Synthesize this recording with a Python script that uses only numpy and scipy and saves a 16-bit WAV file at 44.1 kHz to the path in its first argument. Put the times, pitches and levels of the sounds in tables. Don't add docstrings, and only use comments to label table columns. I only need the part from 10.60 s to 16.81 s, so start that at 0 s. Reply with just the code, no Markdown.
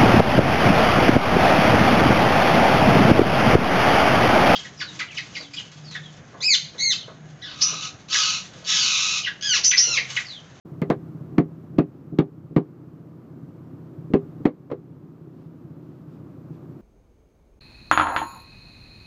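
import sys
import numpy as np
from scipy import signal
from scipy.fft import rfft, irfft, next_fast_len
from scipy.io import wavfile
from scipy.ndimage import uniform_filter1d

SR = 44100
rng = np.random.default_rng(int(sys.argv[2]) if len(sys.argv) > 2 else 0)


def wav_record(signal):
    frames = np.transpose(np.atleast_2d(signal))
    bounded = np.clip(frames, -1, 1)
    quanta = np.round(bounded * 32767).astype(np.int16)
    wavfile.write(sys.argv[1], SR, quanta)


N = 273861
TIME = np.arange(N) / SR
HIT_TIME = TIME[:SR // 2]
USUAL_PUSH_S = .003


def undb(db):
    return 10 ** (np.asarray(db) / 20)


def level(x, db):
    return x * undb(db) / np.std(x)


def lookup(points, hz):
    f, value = np.transpose(points)
    return np.interp(np.log(hz + 1), np.log(f), value)


def colour(x, points):
    size = next_fast_len(2 * len(x))
    gain = undb(lookup(points, np.fft.rfftfreq(size, 1 / SR)))
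    cepstrum = irfft(np.log(gain), size)
    cepstrum[1:size // 2] *= 2
    cepstrum[size // 2:] = 0
    return irfft(rfft(x, size) * np.exp(rfft(cepstrum)), size)[:len(x)]


def add(track, start_s, sound):
    i = int(start_s * SR)
    track[i:i + len(sound)] += sound[:N - i]


def fan_and_hiss(rms_db=-42):
    # frequency in Hz, level in dB.
    noise_spectrum = [(25, -38), (70, -17.5), (110, 0), (150, 5.5), (210, 2), (320, 5), (430, -6),
                      (850, -19), (1200, -18.5), (1800, -30.5), (3500, -40.5), (7000, -46), (9700, -53),
                      (12500, -45.5), (15500, -46.5)]
    return level(colour(rng.standard_normal(N), noise_spectrum), rms_db)


def engine(firing_hz=32.48, first_s=.056, limp_db=8, scatter_db=2.5, jitter_s=0.00022,
           rough=0.025, rattle_s=0.007, rms_db=-41):
    # frequency in Hz, level in dB.
    boom_spectrum = [(30, -47), (65, -14.5), (80, -23), (97, -3), (115, -4), (130, 4), (160, 8),
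                     (195, -13.5), (270, -11), (355, -8), (420, -26), (560, -31), (900, -33.5),
                     (2000, -70.5)]
    k = np.arange(int(N / SR * firing_hz))
    timing, strength = rng.standard_normal((len(k), 2)).T
    at = ((first_s + k / firing_hz + jitter_s * timing) * SR).astype(int)
    firings = np.zeros(N)
    firings[at[at < N]] = undb(scatter_db * strength - limp_db * (k % 2))[at < N]
    rattle = signal.fftconvolve(firings, np.exp(-HIT_TIME / rattle_s))[:N] * rng.standard_normal(N)
    return level(colour(firings + rough * rattle, boom_spectrum), rms_db)


def thud(edge_m, push_s, hard_tilt_db=-1.6, pivot_hz=300, sub_db=-33, sub_s=0.0053):
    # frequency in Hz, seconds to fall 60 dB, level in dB.
    glass_modes = [(158.4, 0.17, -10), (177, 0.089, -2), (220, 0.044, 5.5), (254.9, 0.11, -5),
                   (288.9, 0.076, 3), (304.5, 0.21, -14.5), (342.7, 0.093, -2.5), (398, 0.17, -6.5),
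                   (453.5, 0.072, 0.5), (492.6, 0.12, -7), (543, 0.096, -10.5), (606.4, 0.063, -12.5),
                   (705.4, 0.084, -14)]
    hz, t60, db = np.transpose(glass_modes)
    wavelength_m = .7 * np.sqrt(100 / hz)
    crest = np.hypot(np.sin(2 * np.pi * edge_m / wavelength_m), 0.2)
    tilt_db = hard_tilt_db * np.log2(USUAL_PUSH_S / push_s)
    gain = crest * undb(db + tilt_db * np.log2(hz / pivot_hz))
    modes = np.sin(2 * np.pi * hz[:, None] * HIT_TIME) * np.exp(-np.log(1000) * HIT_TIME / t60[:, None])
    attack = 1 - np.exp(-(HIT_TIME / push_s) ** 2)
    low_cut = signal.butter(4, 132, "high", fs=SR, output="sos")
    ring = signal.sosfilt(low_cut, (gain @ modes) * attack)
    sub_pulse = undb(sub_db) * push_s / USUAL_PUSH_S * HIT_TIME / sub_s * np.exp(1 - HIT_TIME / sub_s)
    return ring / np.abs(ring).max() + sub_pulse


def clatter(ring_hz, ring_db, ring_q=11, tilt_db_per_octave=-2.49, pivot_hz=1200):
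    # frequency in Hz, level in dB before the tilt.
    clatter_spectrum = [(200, -5), (400, -4.5), (700, 3.5), (930, -2.5), (1080, 0.5), (1400, -5),
                        (2100, -8.5), (3100, -18), (4500, -21), (4900, -30.5), (6200, -33), (7500, -34.5),
                        (9000, -46.5), (15000, -40)]
    # frequency in Hz, seconds to fall 60 dB.
    ring_times = [(200, 0.15), (560, 0.12), (1500, 0.089), (4000, 0.089), (7000, 0.085), (12000, 0.044)]
    hz = np.fft.rfftfreq(len(HIT_TIME), 1 / SR)
    white = rfft(rng.standard_normal(len(HIT_TIME)))
    edges_hz = np.geomspace(100, SR / 2, 16)
    ring = np.zeros(len(HIT_TIME))
    for lo, hi in zip(edges_hz, edges_hz[1:]):
        t60 = lookup(ring_times, np.sqrt(lo * hi))
        ring += irfft(white * ((hz >= lo) & (hz < hi))) * np.exp(-np.log(1000) * HIT_TIME / t60)
    shape = [(f, db + tilt_db_per_octave * np.log2(f / pivot_hz)) for f, db in clatter_spectrum]
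    rms_gain = np.sqrt(np.mean(undb(lookup(shape, hz)) ** 2))
    ring = colour(ring, shape) / rms_gain
    blade = signal.lfilter(*signal.iirpeak(ring_hz, ring_q, fs=SR), ring)
    return ring + (undb(ring_db) - 1) * blade


def tick(tilt_db, decay_s=0.0016, grit=0.088, pivot_hz=4000):
    # frequency in Hz, level in dB.
    tick_spectrum = [(300, 3.5), (1000, 5), (2300, 6.5), (4000, -1.5), (6200, -10), (8500, -26),
                     (13000, -22), (15500, -30.5)]
    ice = grit * rng.standard_normal(len(HIT_TIME)) * np.exp(-HIT_TIME / decay_s)
    click = colour((HIT_TIME == 0) + ice, tick_spectrum)
    slope = [(hz, tilt_db * np.log2(hz / pivot_hz)) for hz, _ in tick_spectrum]
    return colour(click / np.abs(click).max(), slope)


def wipers(tip_db=-9.5, tip_thud_db=-4, spread_s=0.0014, muffle_hz=330):
    # start in seconds, distance from the pane's edge in metres,
    # thud gain in dB, push in seconds, tick gain in dB, tick tilt in dB per octave, blade ring in Hz,
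    # its boost in dB, lead of the tip in seconds.
    snaps = [(0.2177, .627, -12.5, 0.0015, -27, 6, 2050, 8, 0.00086),
             (0.3018, .038, -5.5, 0.0011, -16, 1, 1634, 6.5, 0.0022),
             (0.7828, .157, 0, 0.0031, -16.5, -2, 2060, 8, 0.0038),
             (1.1856, .154, 1, 0.0029, -20, 2, 2590, 8, 0.0035),
             (1.5877, .156, 3, 0.0026, -15.5, -1, 3460, 8.5, 0.0023),
             (1.9632, .137, 2, 0.0026, -20.5, -5, 1030, 3.5, 0.0012),
             (3.5369, .784, -1, 0.0034, -20.5, -5, 2600, 8, 0.00066),
             (3.8536, .53, 2.5, 0.0024, -27.5, -6, 2115, 7, 0.00097),
             (4.1145, .238, -12, 0.0017, -31, 3, 1030, 6.5, 0.014)]
    # start in seconds, gain in dB before muffling.
    lifts = [(0.292, -15), (0.721, -26), (1.128, -27.5), (1.522, -16.5), (1.9061, -24), (3.499, -20),
             (3.8005, -24.5)]
    out = np.zeros(N)
    build = 1 - np.exp(-HIT_TIME / spread_s)
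    for start_s, edge_m, thud_db, push_s, tick_db, tick_tilt_db, ring_hz, ring_db, lead_s in snaps:
        body = undb(thud_db) * thud(edge_m, push_s)
        clatter_db = thud_db - 19 + 5 * np.log2(USUAL_PUSH_S / push_s)
        tip, slam = (undb(clatter_db) * build * clatter(ring_hz, ring_db) for _ in range(2))
        add(out, start_s - lead_s, undb(tip_db) * (tip + undb(tip_thud_db) * body))
        add(out, start_s, body + slam + undb(tick_db) * tick(tick_tilt_db))
    for start_s, db in lifts:
        edge_m = next(snap[1] for snap in snaps if snap[0] > start_s)
        bump = signal.lfilter(*signal.butter(2, muffle_hz, fs=SR), thud(edge_m, push_s=0.0047))
        add(out, start_s, undb(db) * bump)
    return out


def brushes():
    # middle in seconds, half length in seconds, level at the middle in dB.
    swishes = [(4.813, 0.086, -73.5), (5.29, 0.16, -76), (5.54, 0.045, -71.5), (5.948, .03, -71)]
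    # frequency in Hz, level in dB.
    swish_spectrum = [(800, -26), (2500, -5), (4200, -9), (7000, -18), (12000, -27)]
    pressure = sum(undb(db) * np.exp(-((TIME - mid_s) / half_s) ** 2) for mid_s, half_s, db in swishes)
    return pressure * level(colour(rng.standard_normal(N), swish_spectrum), 0)


def scene():
    return (wipers() + engine() + fan_and_hiss() + brushes())[None]


def record(dry, ceiling_db=-3, release_db_per_s=2.5, start_s=.048, top_hz=15400):
    over_db = np.maximum(20 * np.log10(np.abs(dry[0]) + 1e-9) - ceiling_db, 0)
    recovery_db = release_db_per_s * TIME
    duck_db = np.maximum.accumulate(over_db + recovery_db) - recovery_db
    fade_in = np.clip((TIME - start_s) / .008, 0, 1)
    limited = dry * undb(-uniform_filter1d(duck_db, size=16)) * fade_in
    return signal.sosfilt(signal.ellip(10, .1, 80, top_hz, fs=SR, output="sos"), limited)


dry = scene()
out = record(dry)
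wav_record(out)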